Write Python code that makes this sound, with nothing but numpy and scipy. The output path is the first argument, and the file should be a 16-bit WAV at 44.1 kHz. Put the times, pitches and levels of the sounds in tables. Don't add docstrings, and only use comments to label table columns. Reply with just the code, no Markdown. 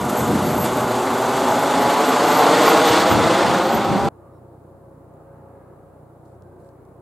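import sys
import numpy as np
from scipy import signal
from scipy.fft import rfft, irfft, next_fast_len
from scipy.io import wavfile
from scipy.ndimage import uniform_filter1d, map_coordinates

SR = 44100
rng = np.random.default_rng(int(sys.argv[2]) if len(sys.argv) > 2 else 0)


def file_out(sig):
    cols = np.atleast_2d(sig).T
    lim = np.clip(cols, -1, 1)
    pcm = np.round(lim * 32767).astype(np.int16)
    wavfile.write(sys.argv[1], SR, pcm)


def ratio(d):
    e = np.asarray(d, float) / 20
    return 10 ** e


N = 309141
T = np.arange(N) / SR


def unit(x):
    return x / np.sqrt(np.mean(x ** 2) + 1e-20)


def along(points, hz):
    f, v = np.transpose(points)
    return np.interp(np.log(hz + 1), np.log(f + 1), v)


def curves(rows):
    s, *columns = np.transpose(rows)
    return [np.interp(T, s, column) for column in columns]


def bell(s, width):
    return np.exp(-((T - s) / width) ** 2 / 2)


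def swells(rows):
    return sum(db * bell(s, width) for s, db, width in rows)


def wobble(rate):
    knots = rng.standard_normal(int(N * rate / SR) + 4)
    return map_coordinates(knots, [np.arange(N) * rate / SR])


def filtered(x, response):
    m = next_fast_len(N + 8192)
    return irfft(rfft(x, m) * response(np.fft.rfftfreq(m, 1 / SR)), m)[..., :N]


def rush(spectrum, patchy_db, channels=1):
    z = signal.stft(rng.standard_normal((channels, N)), nperseg=512)[2]
    field = uniform_filter1d(rng.standard_normal(z.shape[1:]), size=5, axis=0)
    field = uniform_filter1d(field, size=10, axis=1)
    noise = signal.istft(z * ratio(patchy_db * unit(field)), nperseg=512)[1][:, :N]
    return unit(filtered(noise, lambda hz: ratio(along(spectrum, hz))))


def fuzzy(hz, blur_hz, rough):
    rough = np.clip(rough, 0, 1)
    noise = wobble(blur_hz) + 1j * wobble(blur_hz)
    scatter = np.sqrt(1 - rough) + np.sqrt(rough / 2) * noise
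    turning = np.exp(2j * np.pi * (np.cumsum(hz) / SR + rng.random()))
    return np.sqrt(2) * np.real(scatter * turning)


# f/Hz, level/dB per Hz
ROAR_COLOUR = [(30, -48), (70, -32.5), (120, -20.5), (200, -5.5), (270, -0.5), (400, -1), (550, -0.5),
               (850, 0.5), (1200, -3.5), (1500, -7.5), (1900, -29), (2600, -27.5), (3400, -44),
               (5700, -120)]


def rotor_roar(roar_db, beat, air):
    pulse_db = beat / 3 + 0.42 * air
    return ratio(roar_db - 1.5 + pulse_db) * rush(ROAR_COLOUR, patchy_db=0.5, channels=2)


# sevenths of the main tone, level/dB, extra level/dB while the tail points away
FAN_LINES = [(1, -13, 0.5), (2, -4.5, 2), (3, -8.5, 2), (4, -4.5, -9), (5, -4, 2), (6, -6.5, 2),
             (8, -12, 1.5)]
# t/s, level/dB, half width/s
DRONE_SWELLS = [
    (.25, -2.5, .2),
    (1.05, 3, 0.3),
    (1.5, 2.5, .15),
    (2.3, 0.5, .2),
    (2.95, 1.5, .15),
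    (3.5, 2.5, .2),
]


def fan_drone(near_db, fan_hz):
    away = np.exp(-(T / .6) ** 4)
    lines = 0
    for k, db, away_db in FAN_LINES:
        lines = lines + ratio(db + away_db * away) * fuzzy(k * fan_hz / 7, blur_hz=22, rough=.75)
    return ratio(-32 + .2 * near_db + swells(DRONE_SWELLS)) * lines


# t/s, level/dB, half width/s
GAPS = [
    (.3, 4, .2),
    (.95, 8, 0.2),
    (1.52, 9, .11),
    (1.82, 11, 0.13),
    (2.08, 10, .1),
    (2.48, 7, .12),
    (2.87, 10, 0.13),
    (3.28, 5, .08),
    (3.8, 3.5, 0.22),
]


def fan_tone(near_db, fan_hz):
    tone_db = -34 + 0.2 * near_db + 3 * T - 6.5 + swells(GAPS)
    return ratio(tone_db) * fuzzy(fan_hz, blur_hz=12, rough=.1)


# f/Hz, level/dB per Hz
JET_COLOUR = [(1000, -23), (1700, -1.5), (2050, -1), (2500, -6.5), (2900, -4.5), (3150, -6), (3450, -3),
              (3800, -6.5), (4500, -7), (5200, -12.5), (6500, -16), (8450, -34.5), (14300, -120)]


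def exhaust_jets(near_db, surge_db, beat, air):
    jet_db = -25 + 1.29 * near_db + (0.5 + 0.23 * T) * surge_db
    flutter_db = 0.7 * beat + 0.5 * air + .25 * wobble(7)
    return ratio(jet_db + flutter_db) * rush(JET_COLOUR, patchy_db=0.85, channels=2)


# f/Hz, level/dB per Hz
SWISH_COLOUR = [(3240, -29), (5500, -7), (6400, 0.5), (7800, 2), (9450, -5.5), (11000, -10.5), (12500, -16),
                (14000, -45.5)]
# f/Hz, level/dB per Hz
SIZZLE_COLOUR = [(8500, -32), (10500, -2.5), (12000, -3), (13200, -8), (14000, -12.5), (14700, -18),
                 (15400, -22.5)]


def blade_swish(near_db, surge_db, beat, air):
    swish_db = -28.5 + 1.23 * near_db - 2 * T + surge_db
    sizzle_db = swish_db - 5.5 - 3.3 * np.minimum(T, 2.9)
    swish = ratio(swish_db + 0.9 * beat + 0.5 * air) * rush(SWISH_COLOUR, patchy_db=0.9, channels=2)
    sizzle = ratio(sizzle_db + 1.4 * beat) * rush(SIZZLE_COLOUR, patchy_db=2.0, channels=2)
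    return swish + sizzle


def compressor_whistle(near_db, flare_db, whistle_hz):
    whistle_db = -40 + near_db - 2 * T + flare_db + 1.5 * wobble(20)
    return ratio(whistle_db) * fuzzy(whistle_hz, blur_hz=200, rough=.7)


def blade_glint(flare_db, whistle_hz, turn):
    sweep = (turn - .5) / .11
    glint_hz = whistle_hz * (1.085 - 0.03 * sweep.clip(-3, 3))
    flash = np.exp(-sweep ** 2 / 2) * ratio(2.4 * wobble(22))
    glint_db = np.maximum(-50 - 3.2 * T + .3 * flare_db, -63) - 3.5
    return ratio(glint_db) * unit(flash * fuzzy(glint_hz, blur_hz=300, rough=0.67))


# t/s, delay/ms
SNOW_DELAY = [(0, 8.35), (.7, 8.0), (1.5, 7.5), (2.0, 7.0), (3.0, 6.2), (4.08, 5.1)]


def off_snow(sound):
    late = map_coordinates(sound, [np.abs(T - curves(SNOW_DELAY)[0] / 1000) * SR], order=1)
    return ratio(-3) * filtered(late, lambda hz: 1 / (1 + (hz / 800) ** 2))


# t/s, level/dB, treble level/dB, whistle level/dB
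OFF_AXIS = [(0, -11, -1, 0), (.3, 2.5, 5, 0), (.6, 2.5, 4, 0), (1.1, 3.5, 7, -4), (1.6, 6, 5, 0),
            (2, 7, -1.5, 1), (2.6, 5.5, -3, 4), (3.3, 5.5, -3, 4.5), (3.6, 8, -5, 0), (4.08, 11.5, -2, 0)]
# f/Hz, level/dB
PORT_DIFFERENCE = [(100, -66.5), (700, -50.5), (2000, -27), (4500, -20.5), (6200, -23), (8500, -19),
                   (11000, -24.5), (15000, -33)]


def at_the_ports(mid, stray, whistle):
    off_db, treble_db, piped_db = curves(OFF_AXIS)
    treble = filtered(stray, lambda hz: 1 / (1 + (9000 / (hz + 1)) ** 8))
    stray = stray + (ratio(treble_db) - 1) * treble + ratio(piped_db) * whistle
    side = ratio(off_db) * filtered(stray, lambda hz: ratio(along(PORT_DIFFERENCE, hz)))
    both = np.array([mid + side, mid - side])
    return filtered(both, lambda hz: 1 / (1 + (hz / 15300) ** 60))


# t/s, roar level/dB
NEAR = [(0, -23.5), (.15, -22), (.3, -21.5), (.7, -21), (.85, -20.5), (1.4, -18.5), (1.9, -16.5),
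        (2.4, -13.5), (2.68, -13.5), (2.98, -14.5), (3.1, -16), (3.55, -17.5), (3.8, -19), (4.08, -22)]
# t/s, whistle f/Hz, tail fan f/Hz
PITCH = [(0, 12470, 842), (.6, 12425, 840), (1.5, 12335, 843), (2.1, 12265, 845), (2.7, 12160, 830),
         (3.2, 12050, 814), (3.7, 12005, 802), (4.08, 11920, 797)]
# t/s, level/dB, half width/s
SURGES = [(.1, 8.5, 0.0053), (.2, 4, 0.032), (.66, 6.5, 0.019), (.8, 2, 0.015), (.98, 1, 0.031),
          (1.91, 2.5, 0.02), (2.13, 1.5, 0.0096), (2.55, 1.5, 0.021), (2.68, 3, 0.068), (2.87, 2.5, 0.018),
          (2.97, 2.5, 0.085), (3.05, -4.5, 0.0074), (3.3, 2.5, 0.21), (3.57, 1, 0.032)]
# t/s, level/dB, half width/s
FLARES = [(.19, 13, .025), (.475, 11, .025), (.54, 6, .025), (.615, 18.5, 0.037), (.78, 5, .03),
          (1.2, 5, .02), (1.515, 7, 0.027), (1.62, 5, .025), (1.82, 8.5, .02), (1.94, 1.5, .04),
          (2.085, 12, .025), (2.32, 8, 0.04), (2.385, 9.5, .015), (2.43, 5, .02), (2.68, 12, 0.046),
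          (2.78, 3.5, 0.033), (2.885, 11, .035), (3.04, 6, .025), (3.125, 13, .02), (3.67, 6, .015),
          (3.745, 14, 0.027)]


def helicopter():
    nearest_db = -13
    near_db = curves(NEAR)[0] - nearest_db
    surge_db, flare_db = swells(SURGES), swells(FLARES)
    whistle_hz, fan_hz = curves(PITCH)
    turn = (26.8 * T - .118 * T ** 2) % 1
    beat = -np.cos(2 * np.pi * turn)
    air = wobble(14)
    noise = rotor_roar(nearest_db + near_db + 0.27 * surge_db, beat, air)
    noise[0] += fan_drone(near_db, fan_hz) + slaps()
    noise[0] += off_snow(noise[0])
    noise[0] += fan_tone(near_db, fan_hz)
    noise += exhaust_jets(near_db, surge_db, beat, air)
    noise += blade_swish(near_db, surge_db, beat, air)
    whistle = compressor_whistle(near_db, flare_db, whistle_hz)
    mid = noise[0] + whistle + blade_glint(flare_db, whistle_hz, turn)
    return at_the_ports(mid, noise[1], whistle)


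# start t/s, level/dB, length/s
GUSTS = [(0.196, -22.5, 0.08), (0.287, -20, 0.1), (0.417, -24.5, 0.11), (0.553, -27, 0.12),
         (.7, -30.5, .16), (1.02, -42, 0.14), (1.206, -38, 0.047), (1.393, -34, 0.13), (1.6, -36, 0.092),
         (1.733, -31.5, 0.15), (2.145, -45, 0.11), (2.9, -26, 0.06), (3.0, -29.5, .08),
         (3.111, -16.5, 0.089), (3.22, -28, 0.13), (3.436, -25, 0.14), (3.658, -30.5, 0.079),
         (3.75, -25.5, 0.089), (3.874, -22.5, 0.15), (4.03, -28, 0.13)]
# f/Hz, level/dB per Hz
BUFFET_COLOUR = [(15, -59), (25, -35.5), (88, -3.5), (186, 0.5), (280, -1.5), (433, -9), (469, -19),
                 (628, -14), (800, -16), (1200, -31.5), (1560, -56.5), (2640, -120)]


def wind():
    gusts = 0
    for s, db, length in GUSTS:
        rise = (1 + np.tanh((T - s) / 0.015)) / 2
        fall = (1 + np.tanh((s + length - T) / 0.051)) / 2
        gusts = gusts + ratio(db) * rise * fall
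    breeze = ratio(-27.5 - 11.5 * T)
    shared, apart = unit(ratio(0.9 * wobble(27)) * rush(BUFFET_COLOUR, patchy_db=0.5, channels=2))
    shared = shared * (gusts * ratio(0.81 * wobble(17)) + breeze)
    apart = apart * gusts * ratio(-21.5 + 3.5 * T + 2.5 * wobble(20))
    return np.array([shared + apart, shared - apart])


# t/s, peak level/dB
SLAPS = [(0.831, -9), (0.907, -14), (1.072, -8), (1.373, -7.5), (1.419, -14), (1.632, -5), (1.761, -5.5),
         (1.808, -6), (2.02, -8), (2.131, -7.5), (2.195, -8), (2.303, -3), (2.465, 0.5), (2.619, -6),
         (2.678, 5.5), (2.715, -3.5), (3.112, -2), (3.346, -7), (3.406, 0), (3.443, -7), (3.545, -4.5),
         (3.598, -7), (3.845, -8.5), (3.951, -21), (4.075, -19)]
# f/Hz, level/dB per Hz
SLAP_COLOUR = [(150, -43), (350, -4.5), (800, 1.5), (1400, -4), (2500, -19), (5000, -24.5), (9000, -49)]


def slaps():
    shape = 0
    for s, db in SLAPS:
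        rise, fall = (s + 0.0022 - T) / 0.0013, (T - s - .002) / .006
        shape = shape + ratio(db - 12) * np.exp(-np.where(T < s + .002, rise, fall))
    return shape * rush(SLAP_COLOUR, patchy_db=1)[0]


# multiple of the blade rate, level/dB
THUD_LINES = [(1, -30), (2, -5.5), (3, 0.5), (4, 1), (5, -2.5), (6, -16), (7, -10.5), (9, -19)]


def far_thuds(turn, drift_db):
    thud = sum(ratio(db + 2 * wobble(7)) * np.cos(k * turn - .25) for k, db in THUD_LINES)
    return ratio(-50.5 + 0.23 * drift_db) * unit(thud)


# t/s, level/dB, half width/s
TAIL_CARRIES = [
    (4.3, 6, .08),
    (4.55, 3, .08),
    (4.85, 7, .08),
    (5.15, 6, 0.12),
    (5.48, 9.5, .11),
    (5.9, 6, 0.09),
    (6.12, 4, .06),
    (6.38, 5, .09),
    (6.68, 6, 0.04),
]


def far_tail():
    low_tone = fuzzy(np.full(N, 549.5), blur_hz=14, rough=.45)
    high_tone = fuzzy(np.full(N, 687.4), blur_hz=6, rough=.3)
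    return ratio(-60 + swells(TAIL_CARRIES) - 1) * (low_tone + ratio(-6.5) * high_tone)


# f/Hz, level/dB per Hz
RUMBLE_COLOUR = [(18, -45), (30, -19), (67, -19.5), (119, -1), (244, -5), (322, 0), (544, -3), (620, -5),
                 (860, -9), (1500, -27), (1950, -53), (3300, -120)]
# f/Hz, level/dB per Hz
EDGE_COLOUR = [(470, -44), (800, -17), (864, -3), (1110, -3), (1590, -13.5), (3000, -33), (3900, -74),
               (6600, -120)]
# f/Hz, likeness/0-1
ALIKE = [(60, 0.05), (180, 1), (540, 0.73), (1610, 0.5), (4820, 0.06), (14400, -0.04)]


def far_rumble(turn, drift_db):
    rumble_db = -48.5 + 0.38 * drift_db + 0.73 * np.cos(turn)
    rumble = ratio(rumble_db) * rush(RUMBLE_COLOUR, patchy_db=-0.5, channels=2)
    rumble += ratio(-62 + drift_db) * rush(EDGE_COLOUR, patchy_db=-0.5, channels=2)
    angle = lambda hz: np.arccos(np.clip(along(ALIKE, hz), 0, 1)) / 2
    mid, side = filtered(rumble, lambda hz: np.array([np.cos(angle(hz)), np.sin(angle(hz))]))
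    return np.array([mid + side, mid - side])


# f/Hz, level/dB per Hz
HISS_COLOUR = [(1500, -27.5), (2600, -10), (4000, -6.5), (6000, -13), (6800, -7), (7400, -6), (9500, -3.5),
               (12000, -4.5), (14000, -9), (15700, -4.5)]


def microphone_hiss():
    return ratio(-71.0) * rush(HISS_COLOUR, patchy_db=.3, channels=2)


# t/s, centre f/Hz, level/dB, half width/s
WALLS = [(4.2, 348.5, -55, .1), (4.29, 1205, -60, .07), (4.5, 340, -54, .08), (4.5, 894, -62, 0.065),
         (5.25, 1240, -66.5, .1), (5.3, 1540, -71, .08), (5.42, 877, -57, 0.092), (5.58, 2120, -80, .09),
         (5.65, 1660, -73, 0.091), (5.75, 1250, -68, .1), (5.9, 1650, -75, .06), (6.15, 340, -57.5, 0.11),
         (6.2, 690, -61.5, 0.13), (6.35, 1233, -72.5, .08), (6.45, 361, -53, 0.15),
         (6.55, 1550, -71.5, .12), (6.8, 360, -58, .1), (6.82, 2180, -82, 0.09)]


def walls():
    hum = 0
    for s, hz, db, width in WALLS:
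        hum = hum + ratio(db) * bell(s, width) * fuzzy(np.full(N, hz), blur_hz=.11 * hz, rough=0.99)
    return hum


# t/s, level/dB, half width/s
DRIFTS = [
    (4.27, 2, 0.091),
    (4.65, -1, .2),
    (5.5, 3.5, 0.25),
    (6.15, -1, .15),
]


def far_field():
    drift_db = swells(DRIFTS)
    turn = 2 * np.pi * (30.35 * T - .16 - .045 * (T - 5.45) ** 2)
    hums = far_thuds(turn, drift_db) + far_tail() + walls()
    return hums + far_rumble(turn, drift_db) + microphone_hiss()


# f/Hz, level/dB
CREAK_LINES = [(3900, 0), (5400, -1), (9200, -4)]


def strap_creak():
    creak = sum(ratio(db) * fuzzy(np.full(N, hz), blur_hz=500, rough=.95) for hz, db in CREAK_LINES)
    return ratio(-84) * np.exp(-((T - 4.355) / .032) ** 4) * creak


# t/s, peak level/dB, centre f/Hz
TICKS = [(4.6396, -63, 8810), (5.1394, -62, 7060), (5.2094, -61, 6930), (6.2530, -63, 8500),
         (6.2586, -61, 4500), (6.2640, -61, 7460), (6.2806, -63, 7500), (6.3518, -64, 6500),
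         (6.4226, -53, 8200), (6.4350, -65, 6000), (6.6470, -63, 4000), (6.6902, -55, 4420),
         (6.7160, -64, 6000), (6.8524, -57, 9800), (6.8896, -64, 9500)]


def sleeve_ticks():
    out, t = np.zeros((2, N + SR)), np.arange(200) / SR
    port_db = np.array([[1], [3]])
    for s, db, hz in TICKS:
        ring = np.sin(2 * np.pi * hz * t) + 1.5 * rng.standard_normal((2, 200))
        snap = ratio(-60 * t / .0018) * ring
        out[:, round(s * SR):][:, :len(t)] += ratio(db + port_db) * snap
    return filtered(out[:, :N], lambda hz: 1 / (1 + (2600 / (hz + 1)) ** 4) / (1 + (hz / 13000) ** 8))


# t/s, level/dB, half width/s
RUSTLES = [
    (6.27, -79, .02),
    (6.32, -79, .04),
    (6.605, -79, .012),
    (6.655, -73.5, 0.035),
]
# f/Hz, level/dB per Hz
CLOTH_COLOUR = [(2500, -23.5), (4000, -3), (6000, -6), (8000, 1), (11000, -4), (14000, -22)]


def sleeve_rustles():
    strokes = sum(ratio(db) * bell(s, length) for s, db, length in RUSTLES)
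    return strokes * ratio(1.2 * wobble(150)) * rush(CLOTH_COLOUR, patchy_db=1.2, channels=2)


def sleeve():
    return strap_creak() + sleeve_ticks() + sleeve_rustles()


def scene():
    near = np.clip((4.0885 - T) / .001, 0, 1)
    return near * (helicopter() + wind()) + (1 - near) * (far_field() + sleeve())


def thin_treble(x, margin_db):
    z = signal.stft(x, nperseg=2048)[2][:, :1024]
    power = np.abs(z[0] + z[1]) ** 2
    total = power.sum(axis=0)
    bands = power.reshape(64, 16, -1).sum(axis=1)
    moment_db = 2.2 * rng.standard_normal(power.shape[1])
    limit = total * ratio(margin_db + moment_db + 1.5 * rng.standard_normal(bands.shape)) ** 2
    keep = (bands > limit) | (np.arange(64)[:, None] < 38) | (total < ratio(-60))
    z = np.pad(z * np.repeat(keep, 16, axis=0), ((0, 0), (0, 1), (0, 0)))
    return signal.istft(z, nperseg=2048)[1][:, :N]


def low_pass(x):
    return signal.sosfilt(signal.butter(12, 15720, fs=SR, output="sos"), x)


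def record(dry):
    held = dry / (1 + np.abs(dry / .95) ** 6) ** (1 / 6)
    mix = thin_treble(held, margin_db=-54.5)
    return low_pass(mix)


dry = scene()
out = record(dry)
file_out(out)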